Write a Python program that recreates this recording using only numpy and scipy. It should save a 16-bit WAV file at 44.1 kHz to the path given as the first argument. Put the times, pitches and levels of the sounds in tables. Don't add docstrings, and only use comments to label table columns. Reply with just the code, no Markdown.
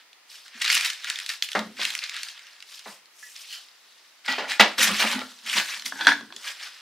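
import sys
import numpy as np
from scipy import signal
from scipy.io import wavfile
from scipy.ndimage import uniform_filter1d

SR = 44100
rng = np.random.default_rng(int(sys.argv[2]) if len(sys.argv) > 2 else 0)


def log_audio(samples):
    frames = np.atleast_2d(samples).T
    limited = np.clip(frames, -1, 1)
    pcm = np.round(limited * 32767).astype(np.int16)
    wavfile.write(sys.argv[1], SR, pcm)


def ratio(d):
    e = np.asarray(d, float) / 20
    return 10 ** e


N = 300621

# (frequency [Hz], density [dB per Hz])
RUB_COLOUR = [(150, -79.5), (410, -36.5), (700, -13.5), (779, -12.5), (996, -7.5), (1270, 4), (1650, 8.5),
              (2390, 9.5), (4950, 4.5), (9000, -20.5), (11700, -66), (19800, -120)]


def evened(x):
    return x / np.sqrt(np.mean(x ** 2) + 1e-20)


def read(points, hz):
    f, value = np.transpose(points)
    return np.interp(np.log(hz + 1), np.log(f + 1), value)


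def add(mix, s, sound):
    part = mix[round(s * SR):][:len(sound)]
    part += sound[:len(part)]


def colour(x, points):
    gain_db = np.maximum(read(points, abs(np.fft.fftfreq(4096, 1 / SR))), -100)
    log_gain = np.log(ratio(gain_db))
    phase = -signal.hilbert(log_gain).imag
    taps = np.fft.ifft(np.exp(log_gain + 1j * phase)).real[:2048]
    return signal.oaconvolve(x, taps)[:len(x)]


def above(x, hz):
    return signal.sosfilt(signal.butter(4, hz, "high", fs=SR, output="sos"), x)


def resonate(x, hz, width_hz):
    r = np.exp(-np.pi * width_hz / SR)
    if np.ndim(hz) == 0:
        return 2 * signal.lfilter([1 - r], [1, -r * np.exp(2j * np.pi * hz / SR)], x).real
    turn = np.exp(2j * np.pi * np.cumsum(hz) / SR)
    return 2 * (turn * signal.lfilter([1 - r], [1, -r], x / turn)).real


def ring(modes, stretch=1, detune=0.0008, jumble=1):
    t = np.arange(SR // 3) / SR
    hz, db, t60_s = np.transpose(modes)[:, :, None]
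    chance = rng.random((len(modes), 2))
    mode_hz = hz * (1 + detune * (2 * chance[:, :1] - 1))
    phase = 2 * np.pi * (mode_hz * t + jumble * chance[:, 1:])
    onset = 1 - np.exp(-t * hz * 0.75)
    return ratio(db - 60 * t / (t60_s * stretch)) * np.sin(phase) * onset


def chatter(x, decay_s):
    t = np.arange(2000) / SR
    run = rng.standard_normal(len(t)) * (rng.random(len(t)) < 0.02) * np.exp(-t / decay_s)
    run[0] = 3.5
    return signal.fftconvolve(x, run / np.linalg.norm(run))[:len(x)]


def slips(per_s, spread_db, clump_db, clump_s):
    size_db = spread_db * np.minimum(rng.exponential(1, N), 5)
    size = ratio(size_db) * np.sign(rng.standard_normal(N))
    clumps = evened(resonate(rng.standard_normal(N), 0, 1 / clump_s))
    return size * (rng.random(N) < per_s / SR) * ratio(clump_db * clumps)


def strokes(rows, plus_db=0):
    span_db, roundness = 20, 1.27
    t = np.arange(0, N, 32) / SR
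    s, db, rise_s, fall_s = np.transpose(rows)[:4, :, None]
    away = np.where(t < s, (s - t) / rise_s, (t - s) / fall_s)
    shape_db = db + np.reshape(plus_db, (-1, 1)) - span_db * away ** roundness
    return np.interp(np.arange(N) / SR, t, (ratio(shape_db) ** 2).sum(0))


def ringing(rows, rings, per_s):
    drive = slips(per_s, 2.5, 1.5, 0.008) * np.sqrt(strokes(rows))
    ring_power = sum(ratio(2 * db) * np.pi * width_hz / SR for hz, width_hz, db in rings)
    plain = np.sqrt(per_s / SR * 3 * ring_power)
    rung = sum(ratio(db) * resonate(drive, hz, width_hz) for hz, width_hz, db in rings) / plain / 2
    return signal.sosfilt(signal.butter(2, [500, 5000], "band", fs=SR, output="sos"), rung)


def patchy(x, depth_db):
    z = signal.stft(x, SR, nperseg=128, noverlap=96)[2]
    field = rng.standard_normal(z.shape)
    field = uniform_filter1d(field, size=3, axis=0)
    field = evened(uniform_filter1d(field, size=14, axis=1))
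    gain = ratio(depth_db * field - 0.115 * depth_db ** 2)
    return signal.istft(z * gain, SR, nperseg=128, noverlap=96)[1][:N]


def room_air():
    # (frequency [Hz], density [dB per Hz])
    air_colour = [(18, -43), (30, -42), (86, -24.5), (348, -6.5), (830, -2), (998, 0.5), (1600, 0.5),
                  (1880, 3.5), (3730, -3), (4730, -2.5), (7800, -14), (15700, -17), (16300, -30)]
    noise = rng.standard_normal((2, N))
    return ratio(-59.5) * evened(np.array([colour(n, air_colour) for n in noise]))


def room_tail(x):
    # (frequency [Hz], decay time t60 [s])
    decay = [(200, 0.39), (1000, 0.26), (4000, 0.28), (12000, 0.2)]
    taps = np.zeros((2, SR // 2))
    starts = np.arange(130, SR // 2 - 22, 22)
    at = starts + rng.integers(0, 22, (2, len(starts)))
    np.put_along_axis(taps, at, rng.choice([-1., 1.], at.shape), 1)
    hz, t, z = signal.stft(taps, SR, nperseg=256)
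    fade = ratio(-60 * t / read(decay, hz)[:, None])
    tail = signal.istft(z * fade, SR, nperseg=256)[1]
    return signal.fftconvolve(x[None], tail / np.linalg.norm(tail[0]), axes=1)[:, :N]


def scattered(x):
    scatter = rng.standard_normal((2, 200)) * np.exp(-np.arange(200) / 50)
    early = signal.oaconvolve(x[None], scatter / np.linalg.norm(scatter[0]), axes=1)[:, :N]
    turn = 2 * np.pi * 4.3 * np.arange(N) / SR
    return early[0] * np.cos(turn) + early[1] * np.sin(turn)


def drumming():
    # (peak time [s], level [dB], rise [s], fall [s], pitch of the hollow [Hz])
    shudders = [(.555, -57, 0.021, 0.14, 241), (1.58, -34, 0.022, 0.2, 203.2), (1.69, -49, .05, .08, 203),
                (1.739, -56, 0.04, .08, 238), (1.815, -48, 0.03, 0.13, 220), (4.29, -42, 0.0073, 0.24, 249),
                (4.798, -29, 0.022, 0.064, 238), (4.92, -29, 0.086, 0.046, 193),
                (5.04, -36, .08, 0.21, 219), (5.165, -34.5, 0.087, 0.051, 238),
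                (5.57, -39, 0.039, 0.069, 223), (5.45, -56, .02, 0.12, 207), (5.75, -65.5, .1, 0.056, 192),
                (5.87, -55, 0.012, 0.16, 266), (5.97, -48, 0.079, .3, 270),
                (6.042, -44.5, 0.23, 0.082, 334), (6.088, -35, 0.016, 0.15, 283),
                (6.23, -42.5, 0.065, 0.081, 222), (6.31, -56, .1, .1, 328), (6.37, -53.5, 0.18, 0.027, 422)]
    # (frequency [Hz], width [Hz], level [dB])
    tray_modes = [(162, 20, -7.5), (211, 15, 1.5), (259.6, 33, -0.5), (372, 53, -5)]
    drive = slips(400, 4.0, 1.6, 0.04)
    s, *_, pitch_hz = np.transpose(shudders)
    hollow_hz = np.interp(np.arange(N) / SR, s, pitch_hz)
    hollow = evened(resonate(resonate(drive, hollow_hz, 28), hollow_hz, 90))
    tray = evened(sum(ratio(db) * resonate(resonate(drive, hz, width_hz), hz, 4 * width_hz)
                      for hz, width_hz, db in tray_modes))
    return (0.68 * hollow + 0.49 * tray) * np.sqrt(strokes(shudders, -1.6))


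def squeak():
    # (time [s], level [dB])
    swell = [
        (3.455, -79),
        (3.48, -41),
        (3.53, -31.5),
        (3.58, -43),
        (3.62, -57),
    ]
    drive = slips(4000, 2.1, 2.5, 0.006)
    s, db = np.transpose(swell)
    level_db = np.interp(np.arange(N) / SR, s, db, -120, -120)
    tone = resonate(drive, 3080, 200) + 0.45 * resonate(drive, 4300, 500)
    return ratio(level_db - 3.5) * evened(tone)


def taps():
    # (time [s], level [dB], frequency [Hz], decay time t60 [s])
    touches = [(3.228, -37, 1949, .1), (3.228, -35, 1740, .07), (3.265, -41, 1900, .08),
               (.527, -50, 1870, .06), (4.284, -21, 1940, .18), (6.075, -25, 287, .3),
               (5.04, -22, 720, .06), (5.152, -24.5, 250, .16), (4.906, -27, 205, .2), (1.57, -38, 143, .2),
               (4.9, -30, 510, .08), (1.553, -24, 2100, .08), (5.216, -28, 1350, .05),
               (6.076, -9, 1560, .03), (4.283, -34, 861, .1), (3.228, -40, 1300, .015),
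               (4.79, -30, 520, .1), (2.87, -50, 4050, .12)]
    out = np.zeros(N)
    for s, db, hz, t60_s in touches:
        tap = ring([(hz, db, t60_s)])[0]
        add(out, s, chatter(tap, 0.012) if hz > 400 else tap)
    return out


def knocks():
    # (time [s], peak [dB], bass [dB relative], treble [dB relative], factor on t60 [1])
    blows = [(1.551, -16, -1, -6, 0.8), (1.794, -33.5, -7, 0, 0.5), (2.858, -35.5, 2.5, -21, 1.05),
             (4.279, -39, -28, 17, 1.8), (4.382, -25.5, -27, 1, 1.5), (4.428, -42, -17, -8, 1.1),
             (4.597, -9, -4.5, 6, 0.88), (4.997, -27.5, -26, -14.5, 1.5), (5.04, -19, -21, -12, 0.51),
             (5.191, -31, -10, -15, 0.28), (5.215, -30.5, 6, 2, 0.23)]
    # (frequency [Hz], level [dB], decay time t60 [s])
    wood = [(145, -5, .16), (203, -1, .15), (300, -3, .11), (430, -3, .1), (560, -1, .1), (673, -1, .09),
            (721, 0, .1), (860, 0, .08), (937, -2, .09), (1050, -3, .07), (1230, -4, .05), (1460, -4, .05),
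            (1700, -3, .05), (1943, -2, .06), (2218, -4, .05), (2659, -4, .05)]
    # (frequency [Hz], density [dB per Hz])
    thud_colour = [(40, -36), (170, -13), (350, -8), (600, 0), (900, 0), (1400, -3), (2200, -9),
                   (5000, -60)]
    out, hz, t = np.zeros(N), np.array(wood)[:, 0], np.arange(SR // 3) / SR
    front = 1.4 * np.exp(-t / 0.0005)
    for s, db, bass_db, treble_db, stretch in blows:
        group_db = np.select([hz < 260, hz > 1500], [bass_db + 0.5, treble_db - 4], -11.)
        modes = chatter(ratio(group_db) @ ring(wood, stretch, detune=0.02, jumble=0.25), 0.018)
        thud_fade = ratio(-60 * t / (0.25 * stretch)) + front
        thud = colour(rng.standard_normal(len(t)) * thud_fade, thud_colour)
        rattle_fade = ratio(-60 * t / (0.22 * stretch)) + front
        rattle = colour(rng.standard_normal(len(t)) * rattle_fade, RUB_COLOUR)
        blow = modes + ratio(4.5) * thud / abs(thud).max()
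        blow += ratio(treble_db + 2.5) * rattle / abs(rattle).max()
        add(out, s, ratio(db) * blow)
    return above(out, 179) + ratio(-16.5) * above(out, 40)


def clinks():
    # (time [s], peak [dB], upper rings [dB relative], hollow [dB relative], factor on t60 [1])
    touches = [
        (5.9225, -17.5, -14, 4, 0.32),
        (6.01, -15.5, -2.5, -5, 0.96),
        (6.0486, -31, 12.5, -5, 0.71),
        (6.0695, 4, -5.5, -2, 0.35),
        (6.0886, -3.5, -10.5, -4.5, 0.93),
        (6.1194, -6, -15.5, -3, 0.38),
        (6.166, -40, -5, -34.5, 0.56),
        (6.209, -32, 2, 13, 0.25),
        (6.304, -35.5, -19, 0, 0.71),
        (6.324, -36.5, 6.5, 13, 0.29),
    ]
    # (frequency [Hz], level [dB], decay time t60 [s])
    glass = [(750, -5, .1), (940, -4, .1), (1055, -4, .15), (1500, -4, .08), (1542, -2, .17),
             (1604, -4, .1), (1644, -1, .17), (1705, -3, .15), (1970, -10, .12), (2380, -7, .1),
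             (2550, -6, .12), (3340, -1, .2), (3565, 0, .15), (3946, -7, .12), (4113, -2, .09),
             (4640, -6, .1), (5900, -8, .05)]
    out, hz, t = np.zeros(N), np.array(glass)[:, 0], np.arange(SR // 3) / SR
    for s, db, upper_db, hollow_db, stretch in touches:
        group_db = -13 + (upper_db + 0.5) * (hz > 2200) + (hollow_db - 1) * (hz < 1200)
        rings = ratio(group_db) @ ring(glass, 0.85 * stretch, jumble=0.12)
        rings = rings * (1 + 1.4 * np.exp(-t / 0.0049))
        crack = colour(rng.standard_normal(len(t)) * ratio(-60 * t / 0.0053), RUB_COLOUR)
        add(out, s, ratio(db) * (rings + ratio(upper_db - 4) * crack / abs(crack).max()))
    return out


def rattles():
    # (peak time [s], level [dB], rise [s], fall [s])
    bursts = [(5.605, -23, 0.034, 0.034), (5.94, -39, 0.011, .05), (5.958, -34, .01, 0.03),
              (5.985, -35, 0.03, .04), (6.011, -20, 0.029, 0.04), (6.035, -34, .03, .08),
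              (6.06, -25, 0.023, .04), (6.077, -7.5, 0.0033, 0.021), (6.1, -23, .01, 0.041),
              (6.122, -19.5, 0.018, 0.042), (6.165, -38, .03, 0.026), (6.19, -43, .03, .04),
              (6.212, -40, .01, 0.04), (6.235, -47, .01, .04)]
    # (frequency [Hz], width [Hz], level [dB])
    rim_rings = [(915, 83, 2), (1518, 52, 9.5), (1625, 36, 6), (1940, 48, -1), (3350, 60, -12),
                 (3500, 64, -3), (4070, 120, -9), (4700, 62, -27)]
    return ringing(bursts, rim_rings, 900)


def creaks():
    # (peak time [s], level [dB], rise [s], fall [s])
    bursts = [
        (4.283, -17.5, .004, 0.058),
        (4.32, -20, .015, 0.056),
        (4.384, -28, .005, .1),
        (4.398, -28, .015, .12),
        (4.43, -59, .02, 0.09),
        (4.52, -35, .05, 0.11),
        (4.61, -45, .01, 0.13),
        (4.885, -37, .03, 0.053),
        (5.015, -19, .03, 0.066),
        (5.12, -23.5, .03, 0.12),
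    ]
    # (frequency [Hz], width [Hz], level [dB])
    lid_rings = [(864, 70, 6), (1465, 73, 6.5), (1730, 35, -17), (1924, 60, 7), (2210, 30, -17),
                 (2800, 30, -17), (3050, 240, 3.5), (4100, 54, -23)]
    return ringing(bursts, lid_rings, 1500)


def snaps():
    # (time [s], peak [dB], pitch [Hz])
    sharp = [(0.618, -12.5, 4170), (0.7446, -15, 2560), (0.7514, -6.5, 2620), (0.8094, -12, 2460),
             (1.0996, -10, 2647), (1.262, -17, 2980), (2.165, -20, 3480), (2.2322, -15, 4300),
             (1.9034, -17, 3260), (1.517, -19.5, 3030), (1.5525, -19.5, 2100), (2.1433, -27, 2250),
             (2.7921, -28.5, 5130), (3.057, -39, 4170), (4.8289, -11, 2050), (6.3632, -23.5, 3400)]
    # (time [s], peak [dB], pitch [Hz])
    crisp = [(0.48, -31, 1900), (0.6437, -13, 2580), (0.7154, -12, 2090), (0.9005, -11.5, 3030),
             (1.1877, -17, 2200), (1.2914, -14.5, 4000), (1.3004, -13.5, 2000), (1.8322, -16, 3200),
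             (1.8509, -10, 3200), (1.951, -12, 2560), (1.9378, -26, 3000), (1.9767, -24, 5440),
             (1.8, -28, 3320), (1.337, -26, 2500), (.7262, -8, 4900), (0.65, -12, 4000), (.932, -24, 3900),
             (4.4963, -25, 3500), (.7984, -17, 4600), (5.1148, -15, 1500), (5.8609, -16, 3700),
             (1.2, -18, 2350)]
    # (time [s], peak [dB], pitch [Hz])
    dull = [(0.1302, -35.5, 3360), (0.7005, -4, 2200), (0.7774, -11, 1900), (1.044, -16, 1960),
            (1.1574, -18, 3400), (1.4232, -7.5, 3370), (1.488, -17.5, 2420), (1.5304, -18, 3200),
            (1.5914, -15, 3650), (1.8149, -14.5, 2720), (1.9896, -17, 4000), (2.0385, -16.5, 4070),
            (2.0943, -17, 3800), (2.2858, -23.5, 3280), (2.377, -32.5, 3200), (.66, -13, 3780),
            (1.445, -23, 3000), (2.6038, -29, 4100), (2.6244, -26.5, 2700), (3.3628, -25.5, 4840),
            (4.3244, -14, 1960), (5.1917, -20, 1730)]
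    # (time [s], peak [dB], pitch [Hz])
    ticks = [(.6777, -11.5, 2630), (.8483, -11, 1900), (.8597, -14.5, 3340), (2.392, -32.5, 2150),
             (2.468, -34.5, 2800), (2.532, -39, 4630), (2.8, -33, 2140), (4.2613, -22, 2400),
             (4.5077, -25, 3110), (4.522, -32, 2100), (5.4627, -24, 2820), (5.4747, -25, 2090),
             (5.4966, -13.5, 3100), (5.5779, -17.5, 2020), (5.744, -26, 3220), (5.7954, -22, 4270),
             (5.8219, -22, 1630), (3.532, -25, 3100), (5.388, -36, 3600), (3.685, -40, 4000)]
    out, t = np.zeros(N), np.arange(900) / SR
    low = signal.butter(2, [1400, 5160], "band", fs=SR, output="sos")
    high = signal.butter(2, [5500, 9700], "band", fs=SR, output="sos")
    click_shape = np.sqrt(t / 0.001 + 0.078) * np.exp(-t / 0.0014)
    top_shape = np.exp(-t / 0.0017) + 0.15 * np.exp(-t / 0.0036)
    for rows, top_db in ((sharp, -10), (crisp, -12), (dull, -42), (ticks, -24)):
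        for s, db, hz in rows:
            click = rng.standard_normal(len(t)) * click_shape
            body = signal.sosfilt(low, click) + 2.1 * resonate(click, hz, 480)
            top = signal.sosfilt(high, rng.standard_normal(len(t)) * top_shape)
            add(out, s, ratio(db) * (body / abs(body).max() + ratio(top_db + 2.5) * top))
    return out


def effort():
    # (peak time [s], level [dB], rise [s], fall [s], fine grit [dB relative])
    paper = [(0.0, -52, .1, 0.061, -13), (.3, -44.5, 0.012, .1, -2), (.345, -43, 0.082, 0.14, -1.5),
             (.46, -44.5, 0.068, 0.075, -9), (.57, -44.5, 0.11, 0.22, -15), (.63, -30, 0.075, 0.52, -8.5),
             (.621, -23, 0.011, 0.021, -4), (.646, -23.5, .006, 0.066, -14),
             (.679, -23.5, 0.0054, 0.077, -8), (.702, -19.5, 0.011, .03, -13), (.718, -22, .005, 0.066, 1),
             (.746, -22.5, .006, 0.04, 4), (.777, -20, 0.036, 0.025, -17), (.815, -25.5, 0.052, 0.11, -6.5),
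             (.902, -30.5, 0.0035, 0.078, -5), (1.77, -39, 0.01, .1, -22), (.85, -23, 0.01, 0.059, -1.5),
             (1.09, -30.5, 0.1, 0.11, -9.5), (1.19, -36.5, 0.15, 0.23, -6.5),
             (1.301, -30, 0.042, 0.092, -4), (1.429, -32.5, 0.005, 0.042, 4),
             (1.525, -38.5, 0.11, 0.21, -4), (1.565, -40, 0.012, 0.065, -4), (2.143, -42, .008, .08, -12),
             (2.29, -35.5, .006, 0.05, -14), (1.83, -29.5, 0.054, 0.24, -4.5), (1.954, -44, 0.31, 0.023, 2),
             (2.037, -32, 0.044, 0.058, -24), (2.15, -36, 0.18, 0.33, -23), (2.29, -41, 0.58, 0.081, -2.5)]
    # (peak time [s], level [dB], rise [s], fall [s], fine grit [dB relative])
    glove = [
        (2.498, -48, 0.65, 0.4, -9),
        (2.75, -41.5, 0.13, 0.087, -1.5),
        (2.893, -44.5, 0.11, 0.12, 2.5),
        (3.237, -52.5, 0.12, 0.31, 11.5),
        (3.41, -41, 0.11, 0.12, -0.5),
        (3.54, -39, 0.12, 0.18, -5),
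        (3.95, -54.5, 1, 0.97, -5),
    ]
    # (peak time [s], level [dB], rise [s], fall [s], fine grit [dB relative])
    scrape = [(4.259, -34.5, 0.017, 0.05, -11), (4.514, -26.5, 0.043, 0.079, -8.5),
              (4.66, -35, 0.051, 0.17, -10), (4.782, -20, 0.0024, 0.11, -3.5),
              (4.805, -19.5, 0.027, 0.049, -22), (4.834, -16.5, 0.037, 0.045, 4),
              (4.884, -20, 0.067, 0.045, -10), (4.998, -21.5, 0.01, 0.057, -5),
              (5.015, -23, .02, 0.067, -10), (4.95, -26, 0.076, 0.26, -4.5), (5.075, -25, .03, 0.035, -8),
              (5.124, -30, 0.2, 0.068, -0.5), (5.25, -44, 0.15, 0.35, -3), (5.501, -28.5, 0.076, 0.11, -14),
              (5.465, -36, 0.01, .08, -4), (5.54, -29, 0.091, 0.12, 0), (5.582, -24, 0.064, 0.069, -2.5),
              (4.482, -36.5, 0.012, 0.15, -7), (5.714, -30.5, 0.23, 0.15, -4),
              (5.861, -29.5, 0.014, 0.053, 2), (6.013, -36, 0.21, 0.28, -4),
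              (6.079, -22, 0.0051, 0.076, -8.5), (6.37, -59, 0.17, 0.34, -16),
              (6.488, -31.5, 0.15, 0.079, -5), (6.649, -34.5, 0.16, 0.11, -8.5),
              (6.75, -45, 0.35, 0.47, -9.5)]
    # (peak time [s], level [dB], rise [s], fall [s], lid body [dB relative])
    bind = [
        (1.8, -34, 0.03, 0.26, -2),
        (4.29, -28.5, 0.018, 0.13, 4.5),
        (4.388, -52, 0.025, 0.21, 15),
        (4.599, -11, 0.0035, 0.03, 2),
        (4.606, -18.5, 0.0077, 0.027, 9.5),
        (4.915, -34, 0.14, 0.043, 13.5),
        (5.012, -23.5, 0.02, 0.062, 7),
        (5.11, -30.5, 0.11, 0.14, 5),
        (5.2, -55, .1, 0.068, 7),
        (5.582, -20.5, 0.041, 0.045, 1),
    ]
    paper_db, glove_db, scrape_db, bind_db = (np.array(rows)[:, -1] for rows in (paper, glove, scrape, bind))
    # (strokes, grit [dB relative], lid body [dB relative])
    kinds = ((paper, paper_db, -13.5), (glove, glove_db, -12.5), (scrape, scrape_db, -7), (bind, -58, bind_db))
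    rub = sum(strokes(rows) for rows, _, _ in kinds)
    grit = sum(strokes(rows, grit_db) for rows, grit_db, _ in kinds)
    lid = sum(strokes(rows, lid_db) for rows, _, lid_db in kinds)
    rub, grit, lid = (10 * np.log10(power + 1e-12) for power in (rub, grit, lid))
    return rub, grit - rub, lid - rub


def rubbing():
    # (frequency [Hz], density [dB per Hz])
    grit_colour = [(3240, -38), (5500, -4.5), (11800, -13.5), (14800, -18.5), (15900, -28), (16300, -56)]
    # (frequency [Hz], width [Hz], level [dB])
    lid_modes = [(347, 30, 7), (570, 39, -3.5), (745, 78, -8.5), (1210, 500, 7), (1130, 470, -5)]
    rub_db, grit_db, lid_db = effort()
    drive = slips(7000, 2.3, 1.5, 0.01)
    surface = evened(colour(drive, RUB_COLOUR))
    light = np.clip((grit_db + 13) / 13.2, 0, 1) * np.clip((-29.5 - rub_db) / 16.1, 0, 1)
    surface = (1 - light) * surface + light * evened(above(surface, 2200))
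    grit = evened(colour(0.5 * drive + slips(2500, 2.55, 0.83, 0.0024), grit_colour))
    body = sum(ratio(db) * resonate(drive, hz, width_hz) for hz, width_hz, db in lid_modes)
    lid = evened(above(body, 493))
    return ratio(rub_db) * (surface + ratio(grit_db - 6.5) * grit + ratio(lid_db - 7) * lid)


def scene():
    # (frequency [Hz], side minus mid [dB])
    width = [(60, -39), (250, -13.5), (700, -4), (1500, -7.5), (3000, -2.5), (6000, 3), (10000, 7),
             (15000, 4.5)]
    # (frequency [Hz], left minus right [dB])
    lean = [(500, -0.1), (4000, 0), (9000, 1.5)]
    near = drumming() + above(snaps() + squeak(), 1630) + knocks() + clinks() + taps() + rattles()
    near = near + above(patchy(rubbing() + creaks(), 2.8), 170)
    air, air_side = room_air()
    tail, tail_side = room_tail(near)
    mid = ratio(-1.5) * near + ratio(-11) * tail + air
    side = ratio(-17) * scattered(near) + ratio(-16) * tail_side + air_side
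    side = above(colour(side, width), 90)
    left = colour(mid + side, [(hz, db / 2) for hz, db in lean])
    right = colour(mid - side, [(hz, -db / 2) for hz, db in lean])
    return np.array([left, right])


def band_limit(x):
    return signal.sosfilt(signal.butter(12, 16460, fs=SR, output="sos"), x)


def record(dry):
    edge = signal.firwin(511, 15800, window=("kaiser", 8), fs=SR)
    kept = signal.oaconvolve(np.clip(dry, -1, 1), edge[None], "same", axes=1)
    return band_limit(kept)


dry = scene()
out = record(dry)
log_audio(out)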